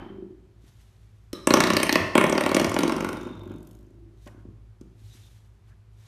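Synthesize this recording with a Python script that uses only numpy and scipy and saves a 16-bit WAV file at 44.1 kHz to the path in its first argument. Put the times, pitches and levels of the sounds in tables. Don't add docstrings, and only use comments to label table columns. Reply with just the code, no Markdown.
import sys
import numpy as np
from scipy import signal
from scipy.fft import rfft, irfft, next_fast_len
from scipy.io import wavfile
from scipy.ndimage import uniform_filter1d

SR = 44100
rng = np.random.default_rng(int(sys.argv[2]) if len(sys.argv) > 2 else 0)


def rack_gain(trim_db):
    fader = np.asarray(trim_db, float)
    return 10 ** (fader / 20)


def generate_wav(sig):
    pcm = np.round(np.clip(np.atleast_2d(sig).T, -1, 1) * 32767).astype(np.int16)
    wavfile.write(sys.argv[1], SR, pcm)


N = 267775
TIME = np.arange(N) / SR

# start_s, peak_db, clack_minus_peak_db
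NUDGES = [(0.639, -49.5, -14), (3.264, -26, -3.5), (3.305, -30.5, -36), (3.465, -32, -17),
          (3.507, -28.5, -9.5), (3.55, -32, -26), (4.265, -39.5, 4), (4.346, -45, -17), (4.378, -45, -19.5),
          (4.452, -37.5, -20), (4.486, -41.5, -21), (4.519, -55, -15.5), (4.812, -35.5, -19),
          (5.016, -53.5, -12), (5.15, -51, -15.5)]
# start_s, clack_db, thump_minus_clack_db, ticks_minus_clack_db, pitch_hz
FIRST_TWANG = [(1.4718, -1.5, -12, -15, 8206), (1.5059, -1.5, -11.0, -18.6, 4215),
               (1.5387, 1.9, -11.5, -14, 5800), (1.5711, -6.5, -10.5, -18.5, 5400),
               (1.6043, -1.5, -17.5, -14, 6195), (1.6383, -7, -12, -16.5, 4190),
               (1.6714, -8.0, -13, -18.5, 4190), (1.703, -3.5, -13.1, -18.5, 4590),
               (1.735, -11, -10.3, -10.8, 5800), (1.7674, -3.0, -15.7, -12.5, 4600),
               (1.8006, -9.5, -14.0, -15.5, 4190), (1.8311, -5.5, -16, -11.8, 9020),
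               (1.8664, -11, -20.4, -19.5, 5800), (1.8934, -3.5, -17.5, -18.5, 4200),
               (1.9267, -10.1, -8.5, -13, 4206), (1.956, 0.8, -16.5, -21.5, 4990)]
# start_s, swings_per_s, return_early_share (of a swing)
SWING_RATE = [
    (2.1527, 16.70, .089),
    (2.45, 18.4775, .067),
    (2.7, 20.8558, .05),
    (2.95, 23.5492, .028),
    (3.2, 24.9259, .012),
    (3.5, 24.1381, .012),
    (3.6, 21.6592, .012),
    (3.7, 25.3727, .012),
    (4.2, 27.18, .012),
]


def unit(x):
    return x / np.sqrt(np.mean(x ** 2))


def band(x, lo_hz, hi_hz):
    edges_hz = [lo_hz, min(hi_hz, .45 * SR)]
    return signal.sosfilt(signal.butter(2, edges_hz, "bandpass", fs=SR, output="sos"), x)


def colour(x, points):
    hz, db = np.transpose(points)
    size = next_fast_len(N)
    log_hz = np.log(np.arange(size // 2 + 1) * SR / size + 1)
    gain = rack_gain(np.interp(log_hz, np.log(hz), db))
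    return irfft(rfft(x, size) * gain, size)[:N]


def ring(x, hz, t60):
    pole = np.exp(2j * np.pi * hz / SR - np.log(1000) / (t60 * SR))
    return signal.lfilter([1], [1, -pole], x).imag


def modes(force, table):
    return sum(rack_gain(db) * ring(force, hz, t60) for hz, db, t60 in table)


def curve(tables, column):
    rows = np.concatenate(tables)
    inside = sum((TIME >= t[0][0]) & (TIME <= t[-1][0]) for t in tables)
    return np.interp(TIME, rows[:, 0], rows[:, column]), uniform_filter1d(1. * inside, size=800)


def strikes(s, db, rise_s, fall_s):
    train = np.zeros(N)
    np.add.at(train, (np.asarray(s) * SR).astype(int), rack_gain(np.asarray(db)))
    t = TIME[:2000]
    shape = (1 - np.exp(-t / rise_s)) * np.exp(-t / fall_s)
    return signal.fftconvolve(train, shape / shape.max())[:N]


def grit(spread_db):
    grain = np.repeat(rng.exponential(size=N // 8 + 1), 8)[:N]
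    return unit(rng.standard_normal(N) * rack_gain(spread_db * grain))


def walk(rate):
    k = int(SR / rate)
    steps = np.repeat(rng.standard_normal(N // k + 1), k)
    return uniform_filter1d(uniform_filter1d(steps, k), k)[:N]


def background():
    # freq_hz, level_db (per Hz)
    air_spectrum = [(15, -55.5), (25, -24.5), (40, -11.5), (108, 0), (145, -19), (212, -24), (256, -33.5),
                    (405, -29.5), (439, -37), (659, -38.5), (1230, -42), (12900, -60), (16000, -80.5)]
    # freq_hz, level_db, crest_s
    hum_lines = [
        (53.4, -54, .4),
        (58.1, -58, .4),
        (106.75, -53, .4),
    ]
    # start_s, low_line_db, octave_db
    hum_load = [
        (0, -2, -8),
        (1.4, -3, -5),
        (3.0, 3, -1.5),
        (4.6, 4.5, 0.5),
        (5.1, -2, 0),
        (6.07, -3, -1),
    ]
    air = colour(rng.standard_normal(N), air_spectrum)
    air = air * rack_gain(-54) / np.std(band(air, 130, 16000))
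    low, other, octave = (rack_gain(db + 2 + 1.2 * walk(9.9)) * np.cos(2 * np.pi * hz * (TIME - s))
                          for hz, db, s in hum_lines)
    low_db, octave_db = (curve([hum_load], column=k)[0] for k in (1, 2))
    hum = low * rack_gain(low_db) + rack_gain(-1.0) * other + octave * rack_gain(octave_db)
    return band(air, 120, 18000) + rack_gain(-14.0) * band(air, 20, 130) + hum


def earlier_echo():
    dull = [(150, -8), (240, 0), (400, -16), (800, -12), (1600, -18.5), (3000, -32.5), (8000, -54)]  # Hz, dB
    t60_s = 0.72
    return rack_gain(-40.5 - 60 * TIME / t60_s) * unit(colour(rng.standard_normal(N), dull))


def swing_ends(table):
    at, hz, early = np.transpose(table)
    t = TIME[(TIME >= at[0]) & (TIME <= at[-1])]
    turns = np.cumsum(np.interp(t, at, hz)) / SR
    k = np.arange(int(2 * turns[-1]) + 1)
    back = k % 2
    rough_s = np.interp(k / 2, turns, t)
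    end_turns = k / 2 - back * np.interp(rough_s, at, early)
    return np.array([np.interp(end_turns, turns, t), back])


def dying_swing():
    # start_s, level_db
    swings = [
        [(0.0, -42.5), (0.236, -38.5), (0.3, -50), (0.62, -74)],
        [(3.1, -48), (3.4, -45.5), (3.65, -49.5), (3.95, -54.5), (4.15, -57.5), (4.22, -71.5)],
    ]
    # start_s, level_db
    sing = [
        [(0.0, -55.5), (0.2, -72.5), (0.26, -92)],
        [(3.14, -52), (3.3, -54), (3.52, -58.5), (3.62, -77)],
    ]
    sing_hz = (3096, 3660)
    # freq_hz, level_db, t60_s
    panel_modes = [(204, 4, 0.11), (260, 2, 0.07), (293, -8, 0.12), (339.2, 4, 0.19), (361.3, 5, 0.14),
                   (384, 8, .07), (539.4, -9.5, .2), (616, -11, 0.09), (700, -12, 0.1)]
    # start_s, pitch_hz, level_db
    rest_hum = [
        (3.94, 342, -64),
        (4.04, 337.2, -52.5),
        (4.058, 338, -62),
        (4.112, 337.9, -53),
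        (4.22, 337.6, -71.5),
    ]
    swing_hz, swing_start_s, return_db = 24.697, 0.021, -16.5
    early = TIME < 1
    count = np.arange(30)
    late_s, back = swing_ends(SWING_RATE)
    s = np.concatenate([swing_start_s + count / (2 * swing_hz), late_s + 0.00607])
    db = return_db * np.concatenate([count % 2, back]) + 1.3 * rng.standard_normal(len(s))
    pull = strikes(s, db, 0.00037, 0.0005)
    swell = rack_gain(-24) * ring(ring(pull * early, 382, .036), 378, .05)
    panel = band(modes(pull, panel_modes), 170, 750) * rack_gain(np.where(early, -5, -1.2))
    level_db, on = curve(swings, column=1)
    tugs = (panel + swell) * rack_gain(level_db - 35.0) * on
    hum_hz, humming = curve([rest_hum], column=1)
    hum_db = curve([rest_hum], column=2)[0]
    hum = rack_gain(hum_db) * humming * np.sin(2 * np.pi * np.cumsum(hum_hz) / SR)
    sing_db, sounding = curve(sing, column=1)
    bunching = (1 + 0.9 * np.cos(2 * np.pi * swing_hz * (TIME - .012))) ** 1.83
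    touches = grit(1.6) * bunching * rack_gain(sing_db - 28.5) * sounding
    chatter = ring(touches * early, sing_hz[0], 0.0292) + ring(touches * ~early, sing_hz[1], 0.0218)
    return tugs + hum + band(chatter, 2000, 5500)


def slaps():
    # start_s, thump_db, clack_db, ticks_db, pitch_hz
    flicks = [
        (1.329, -27, -34, -25, 4600),
    ]
    # start_s, clack_db, thump_minus_clack_db, ticks_minus_clack_db, pitch_hz
    second_twang = [(2.1534, 1.2, -12, -22, 8600), (2.179, 1.5, -13, -18.5, 9000),
                    (2.2122, -5.5, -13.2, -24.5, 8200), (2.24, -3.2, -15, -21, 8990),
                    (2.2665, -18.3, -10.7, -16, 6200), (2.297, -14.4, -2, -14, 8200),
                    (2.3255, -6.5, -12.5, -18.5, 5806), (2.3527, -12.5, -10, -22, 4200),
                    (2.3789, -4.8, -14, -21.2, 4600), (2.409, -5.5, -24, -19, 9000),
                    (2.4376, -14, -15.1, -14.5, 4195), (2.4626, -5.9, -12.6, -22.5, 8590),
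                    (2.4924, -17.5, -6, -14, 4207), (2.5157, -8, -12, -23.5, 4204),
                    (2.5464, -6, -10.3, -13, 6200), (2.5666, -1.5, -13.5, -24.0, 5000),
                    (2.5972, -3.5, -18.5, -20.5, 5800), (2.6149, -20.5, 1.1, -11, 6595),
                    (2.6452, -10, -11.5, -13, 5403), (2.6657, -21.6, -5, -14, 6600)]
    narrowing = [(2.6948, -26.2, -2, -2.5, 6600), (2.7169, -13.0, -11, -19.5, 8600),
                 (2.7423, -18.5, -5.5, -7, 6600), (2.7644, -5, -16.5, -26, 4210),
                 (2.7888, -8, -10.4, -12.4, 4200), (2.8067, -14.5, -5.6, -20, 4200),
                 (2.8338, -6.5, -9.5, -19.5, 5800), (2.8517, -20.6, 0, -23.2, 8990),
                 (2.8784, -21, -0.5, -6.5, 4590), (2.8957, -10, -24, -23.5, 4200),
                 (2.9216, -11, -11, -19, 5390), (2.9413, -20.5, -7.9, -28, 4990),
                 (2.9645, -17, -7.5, -16, 5400), (2.9814, -16, -13.6, -32.4, 8210),
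                 (3.0062, -12.5, -12.5, -20.5, 6210), (3.0247, -22.5, -3.5, -24.4, 4196),
                 (3.0464, -11, -12.1, -21, 6200), (3.0661, -26.4, -3, -21.6, 5795),
                 (3.0894, -14, -14, -17, 5400), (3.1298, -21, -8, -18, 4600), (3.1704, -28, -12, -18, 5010)]
    # start_s, out_thump_db, return_minus_out_db, clack_minus_thump_db, ticks_minus_thump_db
    force = [
        (3.2, -31, 0, -4, -13),
        (3.33, -45.5, 4, -1, -14.5),
        (3.5, -52.5, 6, 4.5, -7.5),
        (3.68, -53, -11, -15, 4.5),
        (3.95, -70.5, -8, -12, 0),
    ]
    lopsided = (0.5, 0.873, 1.01)
    scatter_db = (1.5, 3, 1)
    at, peak_db, low_db, high_db, hz = np.concatenate([FIRST_TWANG, second_twang, narrowing]).T
    lead_s = .002
    wide = [at - lead_s, peak_db + low_db + 5, peak_db - 6, peak_db + high_db + 6, hz]
    s, back = swing_ends(SWING_RATE)[:, :-13]
    faint = s > force[0][0]
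    s, back = s[faint], back[faint]
    rows = np.array(force)
    out_db, side_db, clack_db, tick_db = (np.interp(s, rows[:, 0], column) for column in rows.T[1:])
    db = out_db + np.array([0 * s, clack_db, tick_db]) + np.outer(lopsided, back * side_db)
    db = db + (rng.standard_normal((len(s), 3)) * scatter_db).T
    return np.hstack([np.transpose(flicks), wide, np.vstack([s, db, 6600 + 0 * s])])


def coil_ticks(s, tick_db, tick_hz):
    # start_s, peak_db
    claw_ticks = [
        (4.2596, -43),
        (4.2743, -42),
        (4.811, -42.5),
    ]
    # freq_hz, level_db (per Hz)
    coil = [(1760, -14.5), (3000, -10), (3830, -10.5), (5840, -8), (7670, -13.5), (8880, -10), (11400, -20),
            (13300, -15), (16000, -43.5)]
    claw_s, claw_db = np.transpose(claw_ticks)
    spray = strikes(s + 0.001322, tick_db, 0.0013, .0013)
    spray = spray + rack_gain(-4.5) * strikes(claw_s, claw_db, 0.000326, 0.0019)
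    pitch = tick_hz[(np.searchsorted(s, TIME) - 1).clip(0)]
    turn = unit(band(grit(1.5), 20, 700)) * np.cos(2 * np.pi * np.cumsum(pitch) / SR)
    ticks = spray * (rack_gain(-3) * unit(colour(grit(2.9), coil)) + rack_gain(-1.5) * turn)
    fine_db = np.interp(TIME, [2.8, 3.2, 3.7, 3.95, 4.1], [-12, 1.5, 7, 5, -20])
    return ticks + rack_gain(fine_db) * band(ticks, 9500, 18000)


def bending_wave(s, db):
    t = TIME[:600]
    hz = 350 + 5000 * np.exp(-t / 0.001076)
    whip = np.sin(2 * np.pi * np.cumsum(hz) / SR) * (1 - np.exp(-t / 0.00013)) * np.exp(-t / 0.0015)
    return signal.fftconvolve(strikes(s, db, .00003, .00004), whip)[:N]


def board_clack(s, clack_db):
    # freq_hz, level_db, t60_s
    board = [(639.05, 1.5, 0.017), (930, -8, 0.005), (1122.4, -3, 0.011), (1580, 0, 0.0087),
             (1775, 5, 0.01), (2138, -0.5, 0.0054), (2640, -3.5, 0.005), (3194, -4.5, 0.0043)]
    nudge_s, nudge_db, dull_db = np.transpose(NUDGES)
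    rattle = strikes(s + .002, clack_db, 0.00068, 0.0028)
    rattle = rattle + rack_gain(-2.0) * strikes(nudge_s, nudge_db + dull_db, 0.002, 0.0091)
    force = rack_gain(-7) * bending_wave(s + 0.0014721, clack_db) + rack_gain(-3.5) * rattle * grit(1.3)
    clack = force + rack_gain(-23) * modes(force, board)
    bright_db = np.interp(TIME, [1.5, 2.6, 3.3], [3.5, 1.5, -3])
    return band(clack, 590, 1637) + rack_gain(bright_db) * band(clack, 1722, 3200)


def wall_thump(s, thump_db):
    # freq_hz, level_db, t60_s
    wall = [(189, -14.5, 0.096), (253, -2, 0.024), (302.4, 4.5, 0.018), (358.7, 4, 0.042),
            (383.8, -6.5, 0.062)]
    nudge_s, nudge_db, _ = np.transpose(NUDGES)
    push = strikes(s + .003, thump_db, 0.00022, 0.00036) + strikes(nudge_s, nudge_db, 0.0006, 0.0015)
    return rack_gain(-35) * band(modes(push, wall), 180, 820)


def taut_spring(s):
    # freq_hz, level_db, t60_s
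    taut_coil = [(365.6, -3, .05), (581, -4.5, .03), (1217, 3, .03), (1590, -3, 0.015), (2410, -6, 0.0096),
                 (3956, 5, 0.015), (5280, 4, 0.012)]
    held = (TIME > s[0]) * (TIME < FIRST_TWANG[0][0])
    rub = held * np.exp(-(TIME - s[0]).clip(0) / .07) * grit(1.6)
    tap = strikes(s[:1] + .003, [-24], .0006, .001)
    return rack_gain(-68) * modes(rub, taut_coil) + rack_gain(-32.5) * ring(tap, 366, .045)


def floor(s, thump_db):
    # freq_hz, level_db, t60_s
    joists = [(62.5, -7.5, .3), (97, 4, .45), (152.46, -12, .12)]
    # start_s, level_db
    thuds = [
        (1.5, -29.5),
        (1.72, -27),
        (2.0, -15),
        (2.67, -15),
        (4.47, -28.5),
        (5.03, -32),
    ]
    shaking = s < 3.49
    shake = strikes(s[shaking], -32 + .3 * thump_db[shaking], .001, 0.0012)
    thud_s, thud_db = np.transpose(thuds)
    thud = ring(strikes(thud_s, thud_db, .002, .0025), 98, 0.24)
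    return rack_gain(-48) * band(modes(shake, joists), 50, 300) + rack_gain(-46) * band(thud, 85, 200)


def stopper():
    s, thump_db, clack_db, tick_db, tick_hz = slaps()
    metal = rack_gain(-3.5) * coil_ticks(s, tick_db, tick_hz) + taut_spring(s)
    wood = rack_gain(-2.5) * board_clack(s, clack_db)
    return metal + wood + wall_thump(s, thump_db) + floor(s, thump_db)


def fur():
    # peak_s, level_db, fade_20db_s, scuff_minus_level_db
    fur_drags = [(0.68, -64, 0.15, -5), (0.815, -65.5, 0.1, -8), (0.93, -81, 0.06, -1.5),
                 (1.04, -73, 0.66, -2.5), (4.245, -65, 0.16, -12), (4.275, -60, 0.01, 11),
                 (4.41, -86, 0.13, 6), (5.06, -68, 0.2, -10), (5.12, -62.5, 0.1, -18),
                 (5.0, -72, 0.07, -5.5), (5.17, -60.5, 0.12, -8), (5.27, -66.5, 0.1527, -10),
                 (5.36, -70, 0.2754, -4.5), (5.69, -72, .07, 4), (6.03, -68, 0.13, -6),
                 (6.065, -63.5, 0.18, -5.5)]
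    # freq_hz, level_db (per Hz)
    fur_colour = [(1290, -13.5), (2200, -6), (3650, 1), (4790, -4), (6000, -2), (8620, -5.5), (13300, -8.5),
                  (15000, -34.5)]
    rise_share = 0.686
    hiss = unit(colour(grit(1.82), fur_colour)) * rack_gain(2.2 * walk(46))
    scuff = unit(band(grit(1.5), 600, 2500))
    hiss_level = scuff_level = 0
    for s, db, fade_s, low_db in fur_drags:
        away_s = np.maximum(TIME - s, (s - TIME) / rise_share)
        drag = rack_gain(db - 20 * away_s / fade_s)
        hiss_level = hiss_level + drag
        scuff_level = scuff_level + drag * rack_gain(low_db)
    return hiss * hiss_level + scuff * scuff_level


def pads():
    # start_s, length_s, pitch_hz, level_db
    squeaks = [
        (5.1, .05, 3750, -60),
        (5.11, .055, 6050, -66),
        (5.7, .045, 1650, -67),
        (5.21, .085, 3660, -65),
        (5.04, .03, 4200, -70),
        (4.262, .035, 1940, -55),
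        (4.262, .03, 560, -54),
        (4.3, .14, 1500, -68),
    ]
    rub = grit(1.2)
    return sum(rack_gain(db) * unit(ring(rub, hz, .012)) * np.sin(np.pi * ((TIME - s) / length_s).clip(0, 1)) ** .6
               for s, length_s, hz, db in squeaks)


def room(x):
    # freq_hz, t60_s, wet_db
    room_bands = [(150.3, 0.81, -6), (265.05, 0.7, -12), (376, .55, -11.5), (548, 0.9, -13),
                  (805.6, 1.07, -6.5), (1572, 0.72, -6.5), (2896, 0.64, -7.5), (4645, 0.8, -14.5),
                  (7940, 0.7, -15.5), (12500, 0.36, -13.5)]
    t = TIME[:SR]
    tails = 0
    for hz, t60, db in room_bands:
        noise = unit(band(rng.standard_normal((2, SR)), hz / 1.3725, hz * 1.35))
        tails = tails + rack_gain(db) * noise * np.sqrt(hz / t60) * rack_gain(-60 * t / t60)
    tails = rack_gain(-74.0) * tails * (1 - np.exp(-t / 0.0047))
    facing = 2.5 * walk(12)
    shares = np.cos(facing), np.sin(facing)
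    echo_s, echo_db = .0036, -7.5
    echo = rack_gain(echo_db) * np.pad(x, (int(echo_s * SR), 0))[:N]
    return echo + sum(signal.fftconvolve(x * share, tail)[:N] for share, tail in zip(shares, tails))


def scene():
    near = stopper() + dying_swing()
    return (near + earlier_echo() + fur() + pads() + room(near) + background())[None]


def roll_off(x):
    return signal.sosfilt(signal.butter(12, 16630, fs=SR, output="sos"), x)


def record(dry):
    rounded = np.tanh(0.73 * dry) / 0.8476
    dimmed = signal.sosfilt(signal.butter(8, 13650, fs=SR, output="sos"), rounded)
    return roll_off(dimmed + rack_gain(-24.5) * rounded)


dry = scene()
out = record(dry)
generate_wav(out)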